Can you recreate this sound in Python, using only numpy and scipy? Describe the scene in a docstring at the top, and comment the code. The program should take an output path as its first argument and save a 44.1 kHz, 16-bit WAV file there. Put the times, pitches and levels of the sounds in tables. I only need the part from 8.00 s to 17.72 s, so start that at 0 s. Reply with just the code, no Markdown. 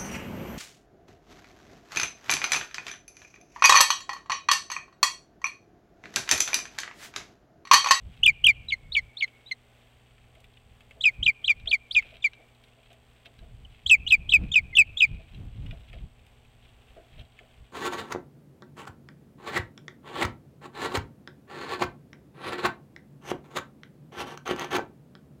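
'''The microphone rumbles with wind over a faint hiss and mains hum. Almost at once an osprey on a stick
nest above water gives six piercing chirps; loud ones overload the microphone with a low thump. Each is
an arched whistle that breaks into a lower, falling note; the shore returns a faint echo. From about 2 s
the bird moves about: twigs tick and the wooden platform knocks under its feet. Six more chirps come at
3 s and six near 6 s; after them the bird only rustles and steps, while the wind comes and goes.'''
import sys
import numpy as np
from scipy import signal
from scipy.fft import rfft, irfft
from scipy.io import wavfile
from scipy.ndimage import uniform_filter1d

SR = 44100
rng = np.random.default_rng(int(sys.argv[2]) if len(sys.argv) > 2 else 0)


def store_wav(level_fs):
    """Save 16-bit WAV to argv[1]."""
    pcm = np.round(np.clip(np.atleast_2d(level_fs), -1, 1) * 32767)
    wavfile.write(sys.argv[1], SR, pcm.T.astype(np.int16))


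N = 428652
TIME = np.arange(N) / SR
CUTOFF_HZ = 15900   # the top of the treble
LEAD_IN_S = .004   # room for a chirp to fade in


def osprey():
    """The bird's voice: three bouts of chirps and a few soft, falling peeps; the faintest, near 5.65 s, is a
    stick squeaking under the bird, voiced here like a peep."""
    # one chirp a row: start/s, whistle length/s, note length/s, start f/Hz, crest f/Hz, note f/Hz,
    # crest level/dB, slide level/dB, note level/dB, rasp level/dB
    chirps = [(0.232, 0.045, 0.031, 2904, 3520, 2410, -20, -7.5, -9, -46.5),
              (.441, .042, 0.033, 2955, 3323, 2400, -15.5, -7.5, -8.5, -39),
              (0.684, .039, 0.023, 3880, 3980, 2200, -31, -34, -16, -53),
              (0.92, 0.046, 0.033, 3710, 4400, 2286, -35, -18.5, -15, -42),
              (1.169, 0.055, 0.027, 3590, 4420, 2220, -40.5, -25.5, -16, -46),
              (1.46, 0.054, 0.019, 3750, 4010, 2102, -45.5, -75, -25, -67),
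              (3.008, .047, .044, 3400, 4045, 2499, -37, -12.5, -10, -47),
              (3.228, .050, .031, 3150, 4050, 2412, -36, -10.5, -11.5, -50),
              (3.443, 0.052, 0.031, 3260, 4070, 2417, -35.5, -14.5, -11.5, -39.5),
              (3.673, 0.056, 0.032, 3390, 4480, 2370, -37.5, -15.5, -13, -43.5),
              (3.91, 0.054, 0.038, 3480, 4880, 2450, -43.5, -16, -11, -41.5),
              (4.222, 0.022, 0.034, 3660, 3556, 2347, -44.5, -44, -15, -50),
              (5.862, .05, 0.046, 3270, 4080, 2590, -36, -8, -4.5, -67),
              (6.074, .048, .035, 3260, 4210, 2521, -38, -12, -6.5, -42.5),
              (6.292, 0.045, 0.036, 3215, 3980, 2551, -31, -11.5, -7, -44),
              (6.516, 0.042, 0.04, 3310, 3690, 2510, -29, -20, -9, -46),
              (6.752, 0.033, 0.042, 3110, 3534, 2590, -25.5, -9, -5, -47),
              (6.971, 0.05, 0.036, 3370, 3850, 2503, -32, -11, -8, -46)]
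    # soft peeps, the first a squeaking stick: start/s, length/s, start f/Hz, end f/Hz, level/dB
    peeps = [(5.648, 0.01, 3220, 2820, -45), (6.064, 0.017, 2980, 2820, -26),
             (6.726, .024, 2188, 1980, -37)]
    voice = np.zeros(N)
    for start, *shape in chirps:
        add(voice, start - LEAD_IN_S, chirp(*shape))
    for start, length, start_hz, end_hz, db in peeps:
        phase = 2 * np.pi * np.cumsum(np.linspace(start_hz, end_hz, int(length * SR))) / SR
        peep = np.sin(phase) + from_db(-32.5) * np.sin(2 * phase)
        add(voice, start, from_db(db) * signal.windows.tukey(len(phase), .5) * peep)
    return voice


def chirp(break_s, note_s, start_hz, crest_hz, note_hz, crest_db, slide_db, note_db, rasp_db):
    """A nearly pure whistle breaks into a low note, which rasps because every second cycle differs."""
    # how strongly an overtone sounds at each pitch: f/Hz, gain/dB
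    overtone_colour = [(4000, 18.5), (5000, -1), (6000, 1.5), (7500, -5), (9000, -14.5), (11000, -19.5),
                       (16000, -33.5)]
    end_s = break_s + note_s
    size = int((end_s + .02) * SR)
    t = np.arange(size) / SR - LEAD_IN_S
    hz = chirp_pitch(t, break_s, note_s, start_hz, crest_hz, note_hz)
    in_note = smooth(1. * (t > break_s + .001), .001)
    breaking = np.exp(-((t - break_s + .003) / .003) ** 2)
    # the rasp is strongest early in the note; both it and the break shake the pitch
    harsh = from_db(rasp_db) * in_note * np.interp(t, [break_s, break_s + note_s * .3, end_s], [.6, 1, .15])
    jitter = .002 + .033 * breaking + .17 * harsh / from_db(note_db)
    phase = 2 * np.pi * np.cumsum(hz * (1 + jitter * drift(3000, size))) / SR
    level_db = chirp_level(t, hz, break_s, note_s, crest_hz, crest_db, slide_db, note_db)
    loudness = from_db(level_db + .6 * drift(200, size))
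    # overtones follow the whistle's arch, flare where it surges, then follow the note's strength
    arch = from_db(-34 + 1.5 * note_db) * np.sin(np.pi * np.clip(t / (break_s - .005), 0, 1)) ** .55
    surge = (1 - in_note) * from_db(-30 + 1.9 * level_db)
    note_brightness = in_note * from_db(-32 + .64 * note_db + 1.5 * (level_db - note_db))
    brightness = surge + smooth(note_brightness, .0022)
    dulling_db = -.5 * np.clip((t - break_s) / note_s, 0, 1)
    wobble = .049 * drift(1200, size)
    overtones = 0
    for k in range(2, 8):
        strength = brightness * from_db(dulling_db * (k - 2.5)) + arch * from_db(-3 * (k - 2.5))
        strength *= gain_at(overtone_colour, k * hz) * (k * hz < CUTOFF_HZ)
        overtones += strength * from_db(3.8 * drift(200, size)) * np.sin(k * (phase + wobble))
    # the rasp: tones at 0.5, 1.5 and 2.5 times the pitch, plus a little bright noise
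    half = phase / 2 + .4 * drift(250, size)
    half_tones = from_db(-14) * np.sin(half) + np.sin(half + phase) + from_db(-8) * np.sin(half + 2 * phase)
    half_tones *= from_db(2 * drift(300, size))
    edge = from_db(-24) * np.diff(rng.standard_normal(size + 1))
    rasp = harsh * (half_tones + edge) * (t < end_s)
    # a forced whistle frays into a narrow band of noise around its pitch
    fray = from_db(-36) * loudness + from_db(-7) * arch
    air = fray * (drift(1300, size) * np.sin(phase) + drift(1100, size) * np.cos(phase))
    return loudness * np.sin(phase) + overtones + rasp + air


def chirp_pitch(t, break_s, note_s, start_hz, crest_hz, note_hz, slide_s=.028, flip_hz=3550, flip_s=.0045):
    """Pitch in Hz: it arches over, slides down, flips up briefly, then drops and sags ever faster."""
    rise_s = max(break_s - slide_s, flip_s)
    climb = 1 - 1.3 * (1 - np.clip(t / rise_s, 0, 1)) ** 1.5
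    up = start_hz + (crest_hz - start_hz) * climb
    slide = np.clip((t - rise_s) / (break_s - flip_s - rise_s), 0, 1) ** 1.2
    down = note_hz + (crest_hz - note_hz) * (1 + np.cos(np.pi * slide)) / 2
    age = np.clip((t - break_s) / note_s, 0, 1.1)
    sag_hz = 7080 * note_s * (1.594 * (.91 * age ** 2 + .09 * age) - .15)
    flip = (flip_hz - note_hz) * np.clip((break_s - t) / (flip_s * .6), 0, 1)
    return smooth(np.select([t < rise_s, t < break_s - flip_s], [up, down], note_hz - sag_hz + flip), .0007)


def chirp_level(t, hz, break_s, note_s, crest_hz, crest_db, slide_db, note_db,
                fullest_hz=2765, attack_s=.0028, jab_s=.0058, release_s=.017):
    """Level in dB: the whistle jabs, thins at its crest and swells as it falls; the note then fades."""
    # the whistle surges, catches and is choked: time before the break/s, width/s, gain/dB
    beats = [(.0135, .0032, 6), (.0102, .0011, -9.5), (.0042, .0026, -13.5)]
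    fullness = np.clip((crest_hz - hz) / (crest_hz - fullest_hz), 0, 1) ** 1.3
    jab = 4 * np.exp(-((t - attack_s) / jab_s) ** 2) - 19 * np.clip(1 - t / attack_s, 0, None)
    whistle = crest_db + (slide_db - crest_db) * fullness + jab
    whistle += sum(db * np.exp(-((t - break_s + lead) / width) ** 2) for lead, width, db in beats)
    dip = 11 * np.clip((break_s + .001 - t) / .002, 0, 1)
    fade = 16 * np.clip((t - break_s) / note_s, 0, 1) ** 2.6
    release = 52.5 * np.clip((t - break_s - note_s + .0044) / release_s, 0, None)
    return smooth(np.where(t < break_s - .003, whistle, note_db - dip - fade - release), .0012)


def nest(crumble_s=.0037, settle_s=.017, slips_per_s=900, stir_db=-73, tick_band_hz=(4200, 10850)):
    """Single twigs crack and set sticks ringing; under a shifting foot many tiny slips make a rustle."""
    # the loudest twigs snapping and knocking: t/s, relative level/dB, sharpness/dB
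    twigs = [(0.14, -45, -18.5), (1.2774, -32, -32), (2.18, -42, -30), (2.3512, -41, -17),
             (2.4038, -46.5, -6), (2.4418, -40, -15.5), (2.5708, -41.5, -22), (2.8059, -39.5, -16),
             (2.9088, -33.5, -23), (3.598, -37, -28), (3.6575, -31, -38), (4.0238, -30, -25),
             (4.3331, -32.5, -36), (4.638, -39, -18), (4.9296, -43.5, -7), (5.389, -38.5, -24.5),
             (7.3456, -37.5, -33), (7.6618, -36, -27), (7.7093, -30, -35), (7.93, -32.5, -25.5),
             (7.9833, -43.5, -23), (8.265, -45.5, -9), (9.3886, -31.5, -28.5)]
    # the tones of a dry stick: f/Hz, gain/dB, time to fade by 60 dB/s
    stick_modes = [(1460, -11, 0.023), (1950, -9.5, 0.022), (2431, 1, 0.013), (2910, -0.5, 0.021),
                   (3330, -5.5, .025), (3590, -2.5, 0.013), (5400, -14.5, 0.0067), (7340, -19.5, 0.0043)]
    # the bird shifts on the sticks: middle t/s, length/s, relative level/dB
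    rustles = [(.14, 0.097, -61.5), (4.086, 0.2, -55), (4.883, 0.16, -68), (5.26, 0.04, -59),
               (5.452, 0.054, -77), (5.792, .12, -57.5), (6.446, .15, -65.5), (7.14, 0.28, -61.5),
               (7.374, 0.13, -60.5), (7.67, 0.25, -61), (7.948, 0.11, -55), (8.65, 0.078, -59.5),
               (9.178, 0.075, -53), (9.406, 0.066, -61)]
    sizes = np.geomspace(.9, 1.11, 3)   # bigger sticks ring lower
    cracks_by_size, snaps = np.zeros((len(sizes), N)), np.zeros(N)
    t = TIME[:SR // 16]
    tick_filter = signal.butter(1, tick_band_hz, "band", fs=SR, output="sos")
    dying = np.exp(-t / crumble_s) + from_db(-19) * np.exp(-t / settle_s)
    for start, db, sharp_db in twigs + faint_twigs():
        crack = rng.standard_normal(len(t)) * dying
        crack *= from_db(db - 9) / np.linalg.norm(crack)
        add(cracks_by_size[rng.integers(len(sizes))], start, crack)
        # a brittle twig is also heard directly, as a bright tick
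        add(snaps, start, from_db(24 + sharp_db) * signal.sosfilt(tick_filter, crack))
    pressure = np.full(N, from_db(stir_db))
    for centre, length, db in rustles:
        pressure += from_db(db - 2) * np.exp(-(2 * (TIME - centre) / length) ** 2)
    rustle, clumps = 0, from_db(3 * drift(53))
    for size, cracks in zip(sizes, cracks_by_size):
        modes = [(hz / size, db, fade_s) for hz, db, fade_s in stick_modes]
        slips = (rng.random(N) < slips_per_s / len(sizes) / SR) * rng.standard_normal(N) * clumps
        snaps += ring(cracks, modes)
        rustle += ring(slips, modes) + from_db(-4) * slips
    return snaps + pressure * rms_one(rustle)


def faint_twigs(from_s=2.1, ticks_per_s=5):
    """Small twigs tick at random once the bird moves: rows of t/s, relative level/dB, sharpness/dB."""
    times = TIME[(rng.random(N) < ticks_per_s / SR) & (TIME > from_s)]
    spread_db = rng.standard_normal((len(times), 2))
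    return [(start, -49 + louder, -17 + sharper) for start, (louder, sharper) in zip(times, spread_db)]


def platform(swell_s=.0078):
    """Each step, cushioned by the sticks, swells quickly and dies away as a hollow wooden knock."""
    # the bird's steps: t/s, relative level/dB
    steps = [(2.367, -60), (2.901, -61.5), (2.96, -56), (3.661, -48.5), (4.04, -56.5), (4.12, -55.5),
             (4.381, -54), (4.77, -59.5), (4.9, -56.5), (5.26, -55.5), (5.42, -58), (7.189, -55),
             (7.721, -52.5), (7.931, -52), (8.961, -47), (9.18, -54.5), (9.4, -55)]
    # the hollow tone of the wood: f/Hz, gain/dB
    wood_colour = [(100, -24), (200, -19), (330, -6.5), (430, -5), (530, -4), (600, -4.5), (660, 6.5),
                   (780, -12.5), (1000, -23), (2000, -23), (8000, -61.5)]
    age = TIME[:SR // 3] / swell_s
    knock = 1.83 * (1 - np.exp(-age)) * np.exp(-age / 4)
    level = np.zeros(N)
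    for start, db in steps:
        add(level, start, from_db(db - 2) * knock)
    return level * noise(wood_colour)


def echoes(sound, shore_fade_s=.56, build_s=.089, scatter_fade_s=.09, dull_hz=2700):
    """The sound plus sharp near echoes, a short scatter off the sticks and a dull return from the shore."""
    # echoes off the platform and the water: delay/s, gain/dB
    near_echoes = [(.0034, -17.5), (.0098, -18.5), (.016, -31.5)]
    t = TIME[:SR]
    shore = rng.standard_normal(SR) * (1 - np.exp(-(t / build_s) ** 2)) * from_db(-60 * t / shore_fade_s)
    shore = signal.sosfilt(signal.butter(4, dull_hz, fs=SR, output="sos"), shore / np.linalg.norm(shore))
    scatter = rng.standard_normal(SR) * from_db(-60 * t / scatter_fade_s)
    response = from_db(-35) * shore + from_db(-36) * scatter / np.linalg.norm(scatter)
    for delay, db in near_echoes:
        response[int(delay * SR)] += from_db(db)
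    return sound + signal.fftconvolve(sound, response)[:N]


def microphone_rumble(strong_db=-28, typical_db=-38, calm_db=-62):
    """Wind and overload thumps: when strong, the rumble levels off while a faster flutter keeps growing."""
    # low rumble on the microphone: wind gusts, plus brief low thumps where loud chirps overload it:
    # t/s, relative level/dB
    rumble_levels = [(0.0, -49), (0.08, -38), (0.13, -56), (0.27, -33.5), (0.4, -53), (0.49, -30.5),
                     (0.51, -46), (1.03, -45), (1.16, -62.5), (3.14, -53.5), (3.22, -30), (3.36, -59),
                     (3.65, -40.5), (3.9, -67), (3.98, -38), (4.0, -53), (4.41, -61.5), (5.33, -58.5),
                     (5.41, -41.5), (5.82, -54.5), (5.87, -44.5), (6.31, -39), (6.44, -24.5), (6.52, -38),
                     (7.01, -45), (7.12, -31.5), (7.23, -50), (7.36, -40), (7.42, -30), (7.5, -38),
                     (7.66, -31), (7.85, -51), (8.04, -38), (8.12, -53.5), (9.09, -57), (9.2, -39),
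                     (9.28, -59), (9.56, -56.5), (9.61, -46.5), (9.72, -66)]
    # the deep rumble: f/Hz, gain/dB
    rumble_colour = [(15, -4.5), (30, 6.5), (60, 5), (110, -1), (180, -13), (300, -28), (1000, -59.5),
                     (4000, -93.5)]
    # the faster flutter: f/Hz, gain/dB
    flutter_colour = [(60, -21), (140, 3.5), (190, 1), (260, -7), (400, -15.5), (600, -23), (1200, -31.5),
                      (2500, -40), (8000, -68)]
    strength_db = np.interp(TIME, *np.transpose(rumble_levels))
    rumble = from_db(strength_db - 2) / np.hypot(1, from_db(strength_db - strong_db))
    flutter = from_db(-54 + 1.25 * (strength_db - typical_db))
    lull_fade = 1 / (1 + from_db(calm_db - strength_db) ** 2)
    lumps = rms_one(from_db(2 * drift(30)))
    return lull_fade * lumps * (rumble * noise(rumble_colour) + flutter * noise(flutter_colour))


def hiss_and_hum(mains_hz=60, hiss_db=-65):
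    """Soft hiss, the hum of mains power and a thin electrical tick on every mains cycle."""
    # the tones of the hum: f/Hz, level/dB
    hum_tones = [(60, -72), (120, -65), (240, -73), (420, -78), (480, -82), (660, -80.5), (720, -80.5),
                 (780, -79.5), (840, -82.5), (1020, -84), (1140, -84.5)]
    # the hiss: f/Hz, gain/dB
    hiss_colour = [(20, 0.5), (100, -0.5), (300, -1), (650, 0), (1000, -7), (1800, -7), (2700, -5.5),
                   (3400, -6.5), (4500, -21.5), (6000, -21), (10000, -25), (16000, -25.5)]
    # the tones of each tick: f/Hz, gain/dB, time to fade by 60 dB/s
    buzz_modes = [(4480, 5, .012), (7400, 2, .012), (7850, -5.5, 0.045), (8230, -6.5, 0.13)]
    hum = sum(np.sqrt(2) * from_db(db) * np.sin(2 * np.pi * (hz * TIME + rng.random()))
              for hz, db in hum_tones)
    ticks = np.diff(np.floor(TIME * mains_hz), prepend=0)
    hiss = from_db(hiss_db + drift(9)) * noise(hiss_colour)
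    return hiss + hum + from_db(-72) * ring(ticks, buzz_modes)


def from_db(db):
    """Turn decibels into a number to multiply by."""
    return 10 ** (np.asarray(db) / 20)


def rms_one(x):
    """Scale a signal so that its average strength (rms) is 1."""
    return x / np.sqrt(np.mean(x ** 2) + 1e-20)


def gain_at(colour, hz):
    """Read the gain at any pitch from a table of f/Hz, gain/dB, with octaves evenly spaced."""
    points_hz, db = np.transpose(colour)
    return from_db(np.interp(np.log(hz + 1e-3), np.log(points_hz), db))


def noise(colour):
    """Noise of strength 1 with the given balance of low and high pitches."""
    spectrum = rfft(rng.standard_normal(N)) * gain_at(colour, np.fft.rfftfreq(N, 1 / SR))
    return rms_one(irfft(spectrum, N))


def smooth(x, seconds):
    """Round the corners of a curve."""
    width = max(1, int(seconds * SR))
    return uniform_filter1d(uniform_filter1d(x, width), width)


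def drift(rate, size=N):
    """A random wander of strength 1, with about `rate` turns a second."""
    return rms_one(smooth(rng.standard_normal(size + SR), 1 / rate)[SR // 2:SR // 2 + size])


def ring(clicks, modes):
    """Each click sets an object's own fading tones (its modes) ringing."""
    out = np.zeros(N)
    for k, (hz, db, fade_s) in enumerate(modes):
        decay, angle = from_db(-60 / (fade_s * SR)), 2 * np.pi * hz / SR
        feedback = [1, -2 * decay * np.cos(angle), decay * decay]
        out += (-1) ** k * from_db(db) * signal.lfilter([0, np.sin(angle)], feedback, clicks + 1e-18)
    return out


def add(track, start, sound):
    """Mix a sound into a track, `start` seconds in."""
    at = int(start * SR)
    track[at:at + len(sound)] += sound[:N - at]


def scene():
    """Bird and nest in the open air, with rumble, hiss and hum, in one channel."""
    return (echoes(osprey() + nest()) + platform() + microphone_rumble() + hiss_and_hum())[None]


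def record(dry, ceiling=.368, hardness=12, lopsided=.012):
    """The overloaded microphone flattens peaks a bit unevenly; the extreme bass and treble are cut."""
    fine = signal.resample_poly(dry, 2, 1, axis=-1)   # twice the samples, for cleaner flattening
    flattened = fine / (1 + np.abs(fine / ceiling) ** hardness) ** (1 / hardness)
    clipped = signal.resample_poly(flattened + lopsided * flattened ** 2, 1, 2, axis=-1)
    clipped = signal.sosfilt(signal.butter(1, 15, "high", fs=SR, output="sos"), clipped)
    return signal.fftconvolve(clipped, signal.firwin(301, CUTOFF_HZ, fs=SR)[None], "same", axes=-1)


dry = scene()
out = record(dry)
store_wav(out)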